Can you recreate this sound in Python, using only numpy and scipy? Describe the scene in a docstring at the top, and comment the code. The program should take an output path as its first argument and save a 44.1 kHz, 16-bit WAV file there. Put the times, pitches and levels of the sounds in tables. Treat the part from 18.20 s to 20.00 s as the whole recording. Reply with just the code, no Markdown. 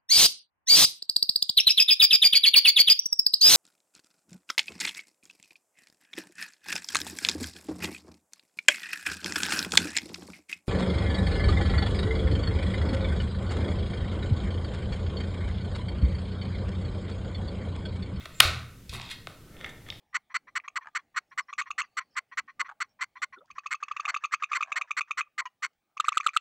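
"""A latch springs home in one clipped burst of ticks as fingers press a small circuit board into its slot
in an upturned plastic case on a desk, close to a mono microphone. Sharp contacts ring damped modes of the case.
Fingers and board tap and rub as gritty pushes and friction grains, with a brief thin whistle of narrow noise.
Knocks make the desk boom softly, a small bare room answers with noise echoes, and hiss and rumble lie below."""
import sys
import numpy as np
from scipy import signal
from scipy.fft import rfft, irfft
from scipy.io import wavfile
from scipy.ndimage import uniform_filter1d

SR = 44100
rng = np.random.default_rng(int(sys.argv[2]) if len(sys.argv) > 2 else 0)


def invert_db(level):
    """Linear amplitude ratio for a level in decibels (20 dB per decade), elementwise."""
    return 10 ** (np.asarray(level, dtype=float) / 20)


def generate_wav(signal):
    """Clip the signal to [-1, 1] and save it as 16-bit WAV at the path in sys.argv[1]."""
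    frames = np.transpose(np.atleast_2d(signal))
    scaled = np.clip(frames, -1, 1) * 32767
    pcm = np.round(scaled).astype(np.int16)
    wavfile.write(sys.argv[1], SR, pcm)


N = 79380
T = np.arange(N) / SR
BLOW_SAMPLES = 3000  # room for one contact and its ring


def ring(push, hz, t60_s, sharp=False):
    """One damped mode; a unit pulse rings it at height 1, starting from rest or, if sharp, from its crest."""
    radius = np.exp(-np.log(1000) / (t60_s * SR))
    angle = 2 * np.pi * hz / SR
    start = [1, -radius * np.cos(angle)] if sharp else [0, radius * np.sin(angle)]
    return signal.lfilter(start, [1, -2 * radius * np.cos(angle), radius ** 2], push)


def near(hz, centre_hz, octaves):
    """Weight of a mode by its distance in octaves from the centre of a blow."""
    return np.exp(-0.5 * (np.log2(hz / centre_hz) / octaves) ** 2)


def level(x, db):
    """Sets the rms level."""
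    return x * invert_db(db) / np.sqrt(np.mean(x ** 2))


# Ringing modes of the plastic case:
# pitch_hz [Hz], level_db [dB, relative], t60_s [s, before damping]
CASE_MODES = [(480, -3.5, 0.013), (900, 4, 0.02), (1319, -0.5, 0.026), (1540, -1, 0.058), (1958, 4, 0.016),
              (2131, -3.5, 0.075), (2528, 4, 0.016), (3265, 3, 0.015), (3692, -1.5, .04),
              (4250, -4.5, 0.021), (5020, -8.5, 0.032), (6007, -7, 0.0072), (8400, -4, 0.0087),
              (10920, 6, 0.0038)]
# Ringing modes of the loose board:
# pitch_hz [Hz], level_db [dB, relative], t60_s [s, before damping]
BOARD_MODES = [(1350, -5.5, 0.033), (1818, -4, 0.041), (2160, -3, 0.041), (3050, -14, 0.013),
               (3425, 0.5, .03), (3700, -1.5, 0.05), (4110, -4, 0.009), (6240, -11, .015)]
BOARD_FROM_S = 1.3  # from here on the hands play the loose board, not the case
BOARD_RING_DB = 4.5  # the board rings this much more, against its crack or scrape, than the case


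def body(push, centre_hz, octaves, damp=1, modes=CASE_MODES):
    """The modes of case or board rung by a push, strongest near its centre; damp scales their ring times."""
    out = 0
    for k, (hz, db, t60_s) in enumerate(modes):
        mode = ring(push * near(hz, centre_hz, octaves), hz, t60_s * damp)
        out = out + (-1) ** k * invert_db(db) * mode
    return out


def broad(push, centre_hz, octaves):
    """Noise-like colour: overlapping wide resonances a third of an octave apart, strongest near the centre."""
    out = 0
    for k, hz in enumerate(200 * 2 ** np.arange(0, 6.4, 1 / 3)):
        band = ring(push * near(hz, centre_hz, octaves), hz, 7 / hz, sharp=True)
        out = out + (-1) ** k * band * np.sqrt(hz / 3000)
    return out


def contact(decay_s, grit):
    """A sharp first touch and a gritty trail dying away."""
    push = grit * rng.standard_normal(BLOW_SAMPLES) * np.exp(-T[:BLOW_SAMPLES] / decay_s)
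    push[0] = 1
    return push


def blow(push, centre_hz, octaves, crack_db, damp, modes=CASE_MODES):
    """Ring of case or board plus a broad crack, crack_db against the ring; peak 1."""
    ringing = level(body(push, centre_hz, octaves, damp, modes), 0)
    crack = level(broad(push, centre_hz, octaves), crack_db)
    both = ringing + crack
    return both / np.abs(both).max()


# The latch springing home, contact after contact:
# start_s [s], level_db [dB peak], centre_hz [Hz], spread_octaves [octaves]
LATCH_CONTACTS = [(.2009, -14, 2500, 1), (0.2024, 1.5, 4150, 1), (.2025, -3.5, 2567, 0.5),
                  (.2033, -0.5, 2600, 0.35), (.2047, 2, 10200, 0.92), (0.2046, -1.5, 2600, 0.36),
                  (.2057, -5.5, 2300, 0.9), (0.2058, -3.5, 1850, 1)]
# The latch as the walls receive it, one blended crack:
# level_db [dB peak], centre_hz [Hz], spread_octaves [octaves]
LATCH_AT_WALLS = (6.06, 2770, 1.316)
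# The metal spring clip ringing on thinly: pitch_hz [Hz], level_db [dB], t60_s [s]
CLIP_RING_MODE = (4302, -33, .33)


def latch():
    """A run of sharp contacts within a few milliseconds, the spring clip ringing after; close and far sound."""
    clip_hz, clip_db, clip_t60_s = CLIP_RING_MODE
    kick = np.zeros(N)
    kick[int(LATCH_CONTACTS[-1][0] * SR)] = invert_db(clip_db)
    close = ring(kick, clip_hz, clip_t60_s)
    for start_s, db, centre_hz, octaves in LATCH_CONTACTS:
        i = int(start_s * SR)
        push = contact(decay_s=0.0007, grit=0.13)
        # damp: share of ring time left under the finger
        tick = blow(push, centre_hz, octaves, crack_db=-2, damp=0.49)
        close[i:i + BLOW_SAMPLES] += invert_db(db) * tick

    far = np.zeros(N)
    far_db, far_hz, far_octaves = LATCH_AT_WALLS
    i = int(LATCH_CONTACTS[3][0] * SR)
    push = contact(decay_s=0.0005, grit=0)
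    far[i:i + BLOW_SAMPLES] = invert_db(far_db) * blow(push, far_hz, far_octaves, crack_db=1.2, damp=0.39)
    return close, far


# Taps of board and fingernails:
# start_s [s], level_db [dB peak], centre_hz [Hz], grit_decay_s [s], spread_octaves [octaves]
TAP_CONTACTS = [(.007, -43.5, 3500, 0.0026, 0.23), (.056, -28, 1896, 0.0039, 1.3),
                (0.694, -29, 4570, 0.0047, 0.77), (.728, -39.5, 1043, 0.0026, 0.27),
                (0.749, -35.5, 1060, 0.0017, 0.24), (.798, -28, 3000, .001, 0.59),
                (0.8127, -29.5, 2570, 0.00062, .8), (0.8168, -28, 3700, 0.00033, 0.6),
                (1.071, -24.5, 1580, 0.00021, 1.27), (1.367, -42, 2592, 0.0033, 0.34),
                (1.411, -30.5, 2240, 0.002, 1.18), (1.444, -24.5, 2490, 0.0033, 0.66),
                (1.462, -32, 1895, 0.0036, 0.13), (1.493, -43.5, 6500, 0.0064, 0.545),
                (1.664, -44, 1750, .004, 0.76), (1.687, -33.5, 2500, 0.0023, 1.1),
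                (1.702, -21.5, 3660, .0012, .4), (1.724, -33, 1780, 0.00081, 0.61)]


def taps():
    """Each tap is a rough short contact on the case or, later, the loose board."""
    out = np.zeros(N)
    for start_s, db, centre_hz, decay_s, octaves in TAP_CONTACTS:
        i = int(start_s * SR)
        crack_db, modes = 3.5, CASE_MODES
        if start_s > BOARD_FROM_S:
            crack_db, modes = crack_db - BOARD_RING_DB, BOARD_MODES
        push = contact(decay_s, grit=0.15)
        out[i:i + BLOW_SAMPLES] += invert_db(db) * blow(push, centre_hz, octaves, crack_db, 0.57, modes)
    return out


def friction(table):
    """Dense noise grains of uneven strength following a table; gives grains, centre and spread over time."""
    start_s, db, centre_hz, octaves = np.array(table).T
    noise = rng.standard_normal(N)
    steps = np.repeat(rng.standard_normal(N // 64 + 1), 64)
    unevenness = uniform_filter1d(steps, 48)[:N]
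    grains = noise * invert_db(2.5 * unevenness)
    grains *= invert_db(np.interp(T, start_s, db)) / 8
    return grains, np.interp(T, start_s, centre_hz), np.interp(T, start_s, octaves)


# Fingers and board sliding, glided from point to point:
# start_s [s], level_db [dB, relative], centre_hz [Hz], spread_octaves [octaves]
RUB_STROKES = [(0, -44.5, 1900, 1.2), (.1, -52, 2500, 1.34), (.19, -50.5, 3060, 1), (.25, -66, 2936, 1.2),
               (0.681, -81, 3276, 0.82), (0.698, -43, 4010, 0.69), (0.746, -30.5, 4430, 1.2),
               (0.786, -42, 3700, 0.91), (0.861, -39, 3700, .7), (0.889, -39.5, 3400, 0.77),
               (.915, -27.5, 3795, 1), (.95, -44.5, 3600, 0.82), (1.001, -67, 3224, 0.34),
               (1.07, -70, 4020, 1.2), (1.08, -49.5, 4530, 1.7), (1.125, -58, 3090, 1.4),
               (1.17, -58, 1222, 0.38), (1.302, -55, 1300, 0.58), (1.37, -51.5, 1706, 0.77),
               (1.408, -47, 2490, 0.88), (1.478, -42, 2050, 0.77), (1.55, -58, 1800, .7),
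               (1.629, -70.5, 1485, 0.88), (1.679, -46, 2500, 0.77), (1.73, -54, 3870, .35),
               (1.8, -54, 4000, 0.55)]


def rub():
    """Friction grains scrape broadly and also ring the case a little, then the board."""
    ring_db = -9
    grains, centre_hz, octaves = friction(RUB_STROKES)
    out = broad(grains, centre_hz, octaves)
    i = int(BOARD_FROM_S * SR)
    out[:i] += invert_db(ring_db) / 2 * body(grains[:i], centre_hz[:i], octaves[:i])
    board = body(grains[i:], centre_hz[i:], octaves[i:], 0.68, BOARD_MODES)
    out[i:] += invert_db(ring_db + BOARD_RING_DB) / 2 * board
    return out


# Palms and sleeves dragging on case and desk, glided from point to point:
# start_s [s], level_db [dB, relative], centre_hz [Hz], spread_octaves [octaves]
DRAG_STROKES = [(0, -65, 500, 0.71), (.3, -86.5, 500, .8), (.7, -70, 687, 0.69), (.735, -37.5, 900, 0.46),
                (.82, -36, 900, 0.38), (.93, -44.5, 1250, 0.48), (1.0, -75, 506, .8), (1.15, -55, 348, .6),
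                (1.3, -44.5, 332, 0.58), (1.47, -41.5, 607, 1.345), (1.6, -52.5, 337, 1),
                (1.7, -41.5, 691, 0.97), (1.8, -55, 496, .8)]


def drag():
    """Soft friction grains heard as a broad scrape alone, with no body ringing."""
    return broad(*friction(DRAG_STROKES))


# A brief thin whistle:
# start_s [s], length_s [s], pitch_hz [Hz], level_db [dB rms before the swell]
WHISTLE_TONE = (.122, 0.22, 7303.5, -52.5)


def whistle():
    """Noise through one narrow resonance, swelling and fading over a half sine."""
    start_s, length_s, hz, db = WHISTLE_TONE
    tone = level(ring(rng.standard_normal(N), hz, 0.014), db)
    return tone * np.sin(np.pi * np.clip((T - start_s) / length_s, 0, 1))


# Echo bands of the room: centre_hz [Hz], level_db [dB, relative], t60_s [s]
ROOM_BANDS = [(387, -11.5, 0.55), (837.4, -17.5, 0.49), (1400, -17.5, .55), (2500, -21, 0.47),
              (4460, -18, 0.41), (7500, -24, 0.44), (10960, -23.5, 0.083), (14800, -18, .26)]


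def room(x):
    """Dense noise echoes that build up quickly and die away band by band."""
    delay_s, rise_s = 0.002, 0.026
    t = T[:SR]
    echo = 0
    for hz, db, t60_s in ROOM_BANDS:
        bandpass = signal.butter(2, [hz / 1.35, hz * 1.35], "band", fs=SR, output="sos")
        band = signal.sosfilt(bandpass, rng.standard_normal(SR))
        # evens out the energy of short and long decays
        balance = np.sqrt(2 * np.log(1000) / t60_s / SR * 20)
        echo = echo + invert_db(db - 60 * t / t60_s) * band * balance
    echo *= np.clip((t - delay_s) / rise_s, 0, 1)
    return signal.fftconvolve(x, echo)[:N]


# Modes of the desk top: pitch_hz [Hz], level_db [dB, relative], t60_s [s]
DESK_MODES = [(60, 0.5, 0.35), (84.5, -2, 0.51), (124, 1, 0.24), (164, -5.5, .2), (208, -6, .2),
              (370, -2, 0.11)]
# Knocks and leans that shake the desk:
# start_s [s], level_db [dB, relative], push_decay_s [s], centre_hz [Hz]
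DESK_KNOCKS = [(0, -41, 0.012, 121), (0.204, -24.5, 0.012, 122), (0.249, -23, 0.01, 81),
               (0.308, -26.5, 0.093, 124), (.694, -33, 0.0022, 64.2), (.72, -36, 0.027, 370),
               (.73, -29, 0.068, 160), (1.42, -45.5, .08, 74.5), (1.699, -41.5, .02, 79.5)]


def desk():
    """Knocks and leans shake the desk modes with random pushes that die away."""
    shake = np.sign(rng.standard_normal(N))
    pushes = []
    for start_s, db, decay_s, centre_hz in DESK_KNOCKS:
        fade = (T >= start_s) * np.exp(-np.abs(T - start_s) / decay_s)
        # longer pushes are spread thinner
        pushes.append((invert_db(db) * fade / np.sqrt(decay_s * SR), centre_hz))
    out = 0
    for hz, db, t60_s in DESK_MODES:
        push = sum(fade * near(hz, centre_hz, 0.35) for fade, centre_hz in pushes)
        out = out + invert_db(db) * ring(shake * push, hz, t60_s)
    return out


# Spectrum of the steady rumble and hiss: pitch_hz [Hz], level_db [dB per Hz, relative]
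AIR_SPECTRUM = [(12, -10), (20, -17), (44, -12.5), (133, -11), (226, -19), (316, -22), (417, -28),
                (466, -26.5), (814, -41), (3020, -39), (15600, -46)]


def air():
    """Steady noise shaped in frequency, heaviest in the low rumble."""
    hz, db = np.array(AIR_SPECTRUM).T
    bins_hz = np.maximum(np.arange(N // 2 + 1) * SR / N, 1)
    gain = invert_db(np.interp(np.log(bins_hz), np.log(hz), db))
    return level(irfft(rfft(rng.standard_normal(N)) * gain, N), -50.5)


def scene():
    """Close sounds, their room, desk and air, the same left and right."""
    close, far = latch()
    hands = taps() + rub() + drag() + whistle()
    mono = close + hands + room(far + hands) + desk() + air()
    return np.array([mono, mono])


def low_pass(x):
    """Removes everything above the highest recorded frequency."""
    return signal.sosfilt(signal.butter(12, 15770, fs=SR, output="sos"), x)


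def record(dry):
    """Each input channel adds its own amplifier hiss, then clips on the loudest peaks."""
    hiss = invert_db(-65.5) * rng.standard_normal(dry.shape)
    mix = np.clip(dry + hiss, -1, 1)
    return low_pass(mix)


dry = scene()
out = record(dry)
generate_wav(out)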